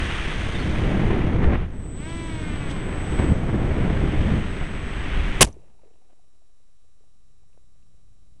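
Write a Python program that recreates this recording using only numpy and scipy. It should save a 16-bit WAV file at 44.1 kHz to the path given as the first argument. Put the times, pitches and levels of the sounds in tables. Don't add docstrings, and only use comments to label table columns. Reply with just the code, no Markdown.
import sys
import numpy as np
from scipy import signal
from scipy.fft import rfft, irfft
from scipy.io import wavfile
from scipy.ndimage import uniform_filter1d

SR = 44100
rng = np.random.default_rng(int(sys.argv[2]) if len(sys.argv) > 2 else 0)


def put_to_file(sound):
    columns = np.atleast_2d(sound).T
    safe = np.clip(columns, -1, 1)
    whole_steps = np.round(safe * 32767)
    wavfile.write(sys.argv[1], SR, whole_steps.astype(np.int16))


N = 370440
T = np.arange(N) / SR
IMPACT_S = 5.4082

# f/Hz, relative level/dB
GURGLE_SPECTRUM = [(100, -7.5), (300, -1), (750, -4), (1100, -15.5), (1800, -20.5), (2700, -16.5),
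                   (3600, -31), (7000, -40)]


def amp(db):
    return 10 ** (np.asarray(db) / 20)


def unit_rms(x):
    return x / np.sqrt(np.mean(x ** 2) + 1e-20)


def level_at(spectrum, hz):
    f, db = np.transpose(spectrum)
    return np.interp(np.log(hz + 1), np.log(f + 1), db)


def curves(rows):
    times, *columns = np.transpose(rows)
    return [np.interp(T, times, column) for column in columns]


def noise(spectrum):
    hz = np.fft.rfftfreq(N, 1 / SR)
    gain = amp(level_at(spectrum, hz)) / np.maximum(hz / spectrum[-1][0], 1) ** 2
    return unit_rms(irfft(rfft(rng.standard_normal(N)) * gain, N))


def wander(rate_hz):
    hz = np.fft.rfftfreq(N, 1 / SR)
    gain = hz / (hz + rate_hz / 10) * np.exp(-(hz / rate_hz) ** 2)
    return unit_rms(irfft(rfft(rng.standard_normal(N)) * gain, N))


def steadied(x, samples=6000):
    return x / np.sqrt(uniform_filter1d(uniform_filter1d(x ** 2, samples), samples) + 1e-12)


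def camera():
    # f/Hz, rms level/dB
    tone_lines = [(1200, -83.5), (3892, -83), (5599, -84), (6202, -91), (7402, -83.5), (9598, -88.5)]
    # f/Hz, relative level/dB
    floor_spectrum = [(100, 0), (1500, -2.5), (4000, -2.5), (9000, -1.5), (10500, -4), (12000, -30),
                      (13500, -47.5)]
    tones = sum(amp(db) * np.sqrt(2) * np.sin(2 * np.pi * hz * T) for hz, db in tone_lines)
    return tones + amp(-73.5) * noise(floor_spectrum)


def bubble(hz, t60):
    t = np.arange(SR // 10) / SR
    envelope = amp(-60 * t / t60) * (1 - np.exp(-4 * hz * t))
    return envelope * np.sin(2 * np.pi * hz * t * (1 + 1.5 * t))


def fizz(sizes=24, bubbles_per_s=86):
    out = np.zeros(N)
    for hz in np.geomspace(330, 1050, sizes):
        strengths = amp(3 * np.minimum(rng.exponential(1, N), 3))
        onsets = rng.random(N) < bubbles_per_s / sizes / SR
        ring = amp(level_at(GURGLE_SPECTRUM, hz)) * bubble(hz, t60=11 / hz)
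        out += signal.oaconvolve(strengths * onsets, ring)[:N]
    return unit_rms(out)


def large_bubbles():
    # t/s, level/dB, f/Hz, t60/s
    resonances = [(5.4525, -19, 5000, .003), (5.4873, -39.5, 5960, .008), (5.528, -42, 6000, .012),
                  (5.566, -37, 365, 0.057), (5.636, -49.5, 566, .018), (5.791, -57, 900, 0.037),
                  (5.834, -40.5, 521, 0.014), (5.858, -45.5, 395, 0.049), (5.877, -50, 441, .041),
                  (6.02, -57, 750, .043), (6.132, -45.5, 600, .008), (6.195, -54, 706, .026),
                  (6.42, -57, 650, .02), (7.008, -56, 416, .045), (7.039, -48, 601, 0.0065),
                  (7.433, -60, 748, .03), (7.531, -58, 2600, .008), (7.576, -35.5, 522, 0.0059),
                  (7.827, -59, 2700, .009)]
    out = np.zeros(N)
    for s, db, hz, t60 in resonances:
        ring = amp(db) * bubble(hz, t60)
        span = out[round(s * SR):][:len(ring)]
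        span += ring[:len(span)]
    return out


def calming(start_db, fall_db_per_s, rest_db):
    stirred = amp(start_db - fall_db_per_s * np.maximum(T - IMPACT_S, 0))
    return (T > IMPACT_S) * np.hypot(stirred, amp(rest_db))


def water():
    # f/Hz, relative level/dB
    rocking_spectrum = [(8, -8), (22, 3), (45, -1), (70, -6), (130, -12), (300, -28.5), (900, -52.5)]
    # t/s, duration/s, gain/dB
    wavelets = [(5.63, 0.043, 5), (5.847, .08, 5), (6.099, 0.15, 4), (7.03, 0.083, 7), (7.54, .05, 8)]
    swell_db = 5 * np.maximum(T - 6.2, 0)
    laps_db = sum(db * np.exp(-(2 * (T - s) / length) ** 2) for s, length, db in wavelets)
    rocking_gain = calming(start_db=-42.5, fall_db_per_s=46, rest_db=-65) * amp(swell_db)
    gurgle_gain = calming(start_db=-57, fall_db_per_s=18, rest_db=-77) * amp(.31 * swell_db + laps_db)
    rocking = steadied(noise(rocking_spectrum))
    gurgle = .79 * unit_rms(noise(GURGLE_SPECTRUM) * amp(3.8 * wander(60))) + .34 * fizz()
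    return rocking_gain * rocking + gurgle_gain * gurgle


def whistles():
    # t/s, duration/s, f/Hz, peak level/dB
    whistle_events = [(.535, .05, 3620, -36.5), (.578, .06, 4370, -44), (.635, .06, 4400, -53)]
    out, waver = np.zeros(N), wander(300)
    for s, length, top_hz, db in whistle_events:
        arch = np.sin(np.pi * np.clip((T - s) / length, 0, 1))
        hz = top_hz * (1 + .05 * (arch - 1) + .016 * waver)
        out += amp(db) * arch * np.sin(2 * np.pi * np.cumsum(hz) / SR)
    return out


def gusts(hz, spread_octaves=1.15):
    # t/s, duration/s, gain/dB, centre f/Hz
    gust_events = [(1.06, 0.033, 3.5, 35), (1.136, 0.075, 3, 450), (1.441, 0.03, 13, 1630),
                   (1.472, 0.087, 15.5, 21.8), (1.513, 0.091, 4.5, 400), (1.546, 0.061, 10.5, 1180),
                   (1.73, 0.5, 7, 22), (2.711, 0.028, 12.5, 8500), (2.94, 0.33, 6, 500),
                   (3.168, 0.053, 4.5, 35), (3.22, 0.073, 3.5, 650), (3.315, 0.046, 10, 90),
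                   (3.545, 0.057, 6, 95), (4.025, 0.059, 6, 45), (4.212, .07, 6, 30), (4.336, 0.17, 6, 130),
                   (4.615, .06, 5, 25), (4.62, .04, 7.5, 450), (5.22, 0.3, 9, 40)]
    lift_db = np.zeros(N)
    for s, length, db, centre_hz in gust_events:
        distance = np.log2(hz / centre_hz) / spread_octaves
        lift_db += db * np.exp(-distance ** 2 / 2 - (2 * (T - s) / length) ** 2)
    return lift_db


def airframe_rush(rush_db, cruise_db=-39.5, treble_hz=1640):
    # f/Hz, relative level/dB
    rush_spectrum = [(100, -8.5), (350, 0.5), (620, -3), (1050, -1.5), (1400, -1), (2000, 1), (2600, -4),
                     (3200, -7), (4100, -20), (5200, -30.5), (9000, -65.5)]
    air = noise(rush_spectrum)
    treble = signal.sosfiltfilt(signal.butter(2, treble_hz, "highpass", fs=SR, output="sos"), air)
    return air + treble * (amp(.6751 * (rush_db - cruise_db)) - 1)


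def wind(chop):
    # t/s, buffeting level/dB, rush level/dB
    airflow_levels = [(0, -29, -33), (.2, -34.5, -32.5), (.45, -30, -35), (.9, -20.5, -36.5),
                      (1.25, -21, -37.5), (1.47, -20.5, -42.5), (1.64, -30.5, -41), (1.67, -35.5, -48.5),
                      (1.9, -34, -51.5), (2.12, -32.5, -48), (2.56, -28.5, -41), (3.05, -30, -40.5),
                      (3.2, -21.5, -37), (3.4, -24.5, -42.5), (3.8, -21, -38.5), (4.33, -24.5, -36.5),
                      (4.5, -30.5, -38), (4.8, -32.5, -38.5), (5.15, -34.5, -34.5), (5.4, -33.5, -35.5)]
    # t/s, level/dB
    hiss_levels = [(0, -40), (.68, -43.5), (1.15, -50), (1.55, -57), (1.7, -63), (1.92, -61.5), (2.1, -49),
                   (2.9, -52), (3.2, -47.5), (3.45, -53), (4.35, -48.5), (4.75, -51.5), (5.35, -46.5)]
    # f/Hz, relative level/dB
    swing_spectrum = [(8, -5), (22, 0.5), (45, -5), (70, -7.5), (130, -22), (400, -51.5)]
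    buffet_spectrum = [(25, -16.5), (70, 1.5), (120, 2), (200, -1), (300, -9), (500, -18.5), (1000, -33),
                       (2500, -48.5), (6000, -84.5)]
    tearing_spectrum = [(120, -25), (300, 3), (480, -4.5), (750, -9), (1200, -15), (2200, -17.5),
                        (3500, -38), (6000, -55)]
    hiss_spectrum = [(2300, -6.5), (3000, 15), (3500, 13), (4200, 4), (5100, 1), (6200, 3.5), (7300, -3.5),
                     (8500, 2.5), (9300, -5), (10400, -10.5), (11400, -18.5), (12500, -51)]
    buffet_db, rush_db = curves(airflow_levels)
    hiss_db, = curves(hiss_levels)
    swings_db = 8.5 + .49 * buffet_db + .55 * rush_db
    tearing_db = 4 + 1.2 * buffet_db + .19 * rush_db
    eddies = wander(70)
    swings = amp(swings_db + gusts(hz=29.96)) * steadied(noise(swing_spectrum))
    buffet = steadied(noise(buffet_spectrum) * amp(1.3 * eddies), samples=4000)
    buffet *= amp(buffet_db + gusts(hz=126))
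    tearing = steadied(noise(tearing_spectrum) * amp(1.8 * eddies), samples=3000)
    tearing *= amp(tearing_db + gusts(hz=450))
    flutter = amp(.6 * eddies + .96 * wander(250)) * chop
    rush = amp(rush_db + .5 + gusts(hz=1913)) * airframe_rush(rush_db) * unit_rms(flutter)
    hiss = amp(hiss_db + gusts(hz=6000)) * unit_rms(noise(hiss_spectrum) * flutter)
    return swings + buffet + tearing + rush + hiss


def splash(attack_s=.001):
    # t/s, hold/s, t60/s, spray level/dB, push level/dB
    blows = [(5.4085, 0.022, 0.0056, -0.5, -11.5), (5.432, .017, .035, -26.5, -16.5),
             (5.465, .012, 0.099, -46.5, -25), (5.5, 0.018, 0.5, -68.5, -48.5)]
    # f/Hz, level/dB, t60/s
    knock_tones = [(453, -11, .05), (1101, -9.5, .05), (2820, -12, .04)]
    # f/Hz, relative level/dB
    spray_spectrum = [(100, 1.5), (300, -2), (450, 4), (750, -5), (1100, -3), (1500, -5.5), (2400, 0),
                      (3200, -2.5), (4300, -7), (6200, -5), (8700, -4), (10600, -5), (11800, -19.5),
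                      (13000, -53.5)]
    push_spectrum = [(15, -16.5), (40, 6.5), (100, 0), (200, -8), (400, -15), (900, -20.5), (2500, -50.5)]
    spray = steadied(noise(spray_spectrum) * amp(4 * wander(600)), samples=500)
    push = steadied(noise(push_spectrum), samples=700)
    slaps = np.zeros(N)
    for s, hold, t60, spray_db, push_db in blows:
        envelope = np.clip((T - s) / attack_s, 0, 1) * amp(-60 * np.maximum(T - s - hold, 0) / t60)
        slaps += envelope * (amp(spray_db) * spray + amp(push_db) * push)
    age = np.maximum(T - IMPACT_S, 0)
    knock = sum(amp(db - 60 * age / t60) * np.sin(2 * np.pi * hz * age) for hz, db, t60 in knock_tones)
    return slaps + knock


def controller_whine(blade_phase, switching_hz=8023):
    # t/s, duration/s, whine level reached/dB
    throttle_moves = [(0, .02, -69), (.3, .4, -100), (1.7, .26, -47.5), (2.05, .4, -51.5), (2.9, .25, -47),
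                      (3.29, 0.072, -60), (4.46, .05, -57), (5.02, .04, -63)]
    gain = np.zeros(N)
    for s, length, db in throttle_moves:
        gain += (amp(db) - gain) * np.clip((T - s) / length, 0, 1)
    carrier = np.sqrt(2) * np.sin(2 * np.pi * switching_hz * T)
    return gain * amp(.7 * wander(30)) * carrier * (1 + np.cos(blade_phase) / 10)


def airframe_hum(blade_hz, blade_phase, level_db):
    # f/Hz, level/dB
    hum_response = [(120, -49), (200, -48.5), (270, -48.5), (380, -41), (480, -54), (600, -61), (800, -79)]
    shaking = np.clip(amp(level_db + 59.5), 0, 1)
    hum = np.zeros(N)
    for k in range(2, 7):
        partial_db = level_at(hum_response, k * blade_hz / 2) + 2 * wander(8.5)
        hum += amp(partial_db) * np.cos(k * blade_phase / 2)
    return shaking * hum


def bite_level(blade_hz, lag_s=.045, full_bite_hz=290, db_per_octave=38):
    pole = np.exp(-1 / (lag_s * SR))
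    lagged_hz = blade_hz[0] + signal.lfilter([1 - pole], [1, -pole], blade_hz - blade_hz[0])
    return -37 + db_per_octave * np.minimum(np.log2(lagged_hz / full_bite_hz), 0)


def propeller():
    # t/s, blade rate f/Hz
    blade_rates = [(0, 226), (.6, 222), (1.72, 150), (1.9, 215), (2.04, 310), (2.1, 331), (2.16, 335.5),
                   (2.27, 328), (2.48, 303.5), (2.62, 286), (2.9, 246.5), (3.25, 246), (3.45, 205),
                   (5.4, 193)]
    # f/Hz, relative level/dB
    stroke_spectrum = [(150, -7), (330, -3), (660, -10.5), (880, -13), (1000, -5.5), (1320, -13.5),
                       (1500, -7), (1700, -12), (2200, -6.5), (2700, -14), (3350, -15.5), (4300, -27),
                       (5200, -36), (7000, -43)]
    blade_hz, = curves(blade_rates)
    level_db = bite_level(blade_hz)
    phase = 2 * np.pi * np.cumsum(blade_hz * (1 + .0015 * wander(60))) / SR
    strokes = np.zeros(N)
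    for k in range(1, 19):
        offset, half_offset = rng.uniform(0, 2 * np.pi, 2)
        partial_db = level_at(stroke_spectrum, k * blade_hz) + 1.8 * wander(18)
        half_order = .16 * np.cos((k + .5) * phase + half_offset)
        strokes += amp(partial_db) * (np.cos(k * phase + offset) + half_order)
    hum = airframe_hum(blade_hz, phase, level_db)
    chop = 1 + .5 * amp(level_db - level_db.max()) * np.cos(phase)
    return strokes * amp(level_db + .47 * wander(40)) + hum, chop, phase


def scene():
    drone, chop, blade_phase = propeller()
    airborne = np.interp(T - IMPACT_S, [0, .022], [1, 0])
    flight = airborne * (wind(chop) + drone + controller_whine(blade_phase)) + whistles()
    return (flight + splash() + water() + large_bubbles() + camera())[None]


def record(dry, ceiling=.73, band_limit_hz=16200, dc_offset=-.009):
    # f/Hz, gain/dB
    treble_response = [(0, -0.5), (10500, -2), (12200, -6), (16000, -12)]
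    clipped = np.clip(dry, -ceiling, ceiling)
    gain = amp(level_at(treble_response, np.fft.rfftfreq(2 * N, 1 / SR)))
    dulled = irfft(rfft(clipped, 2 * N) * gain)[:, :N]
    band_filter = signal.firwin(511, band_limit_hz, window=("kaiser", 9), fs=SR)
    return dc_offset + signal.oaconvolve(dulled, band_filter[None], "same")


dry = scene()
out = record(dry)
put_to_file(out)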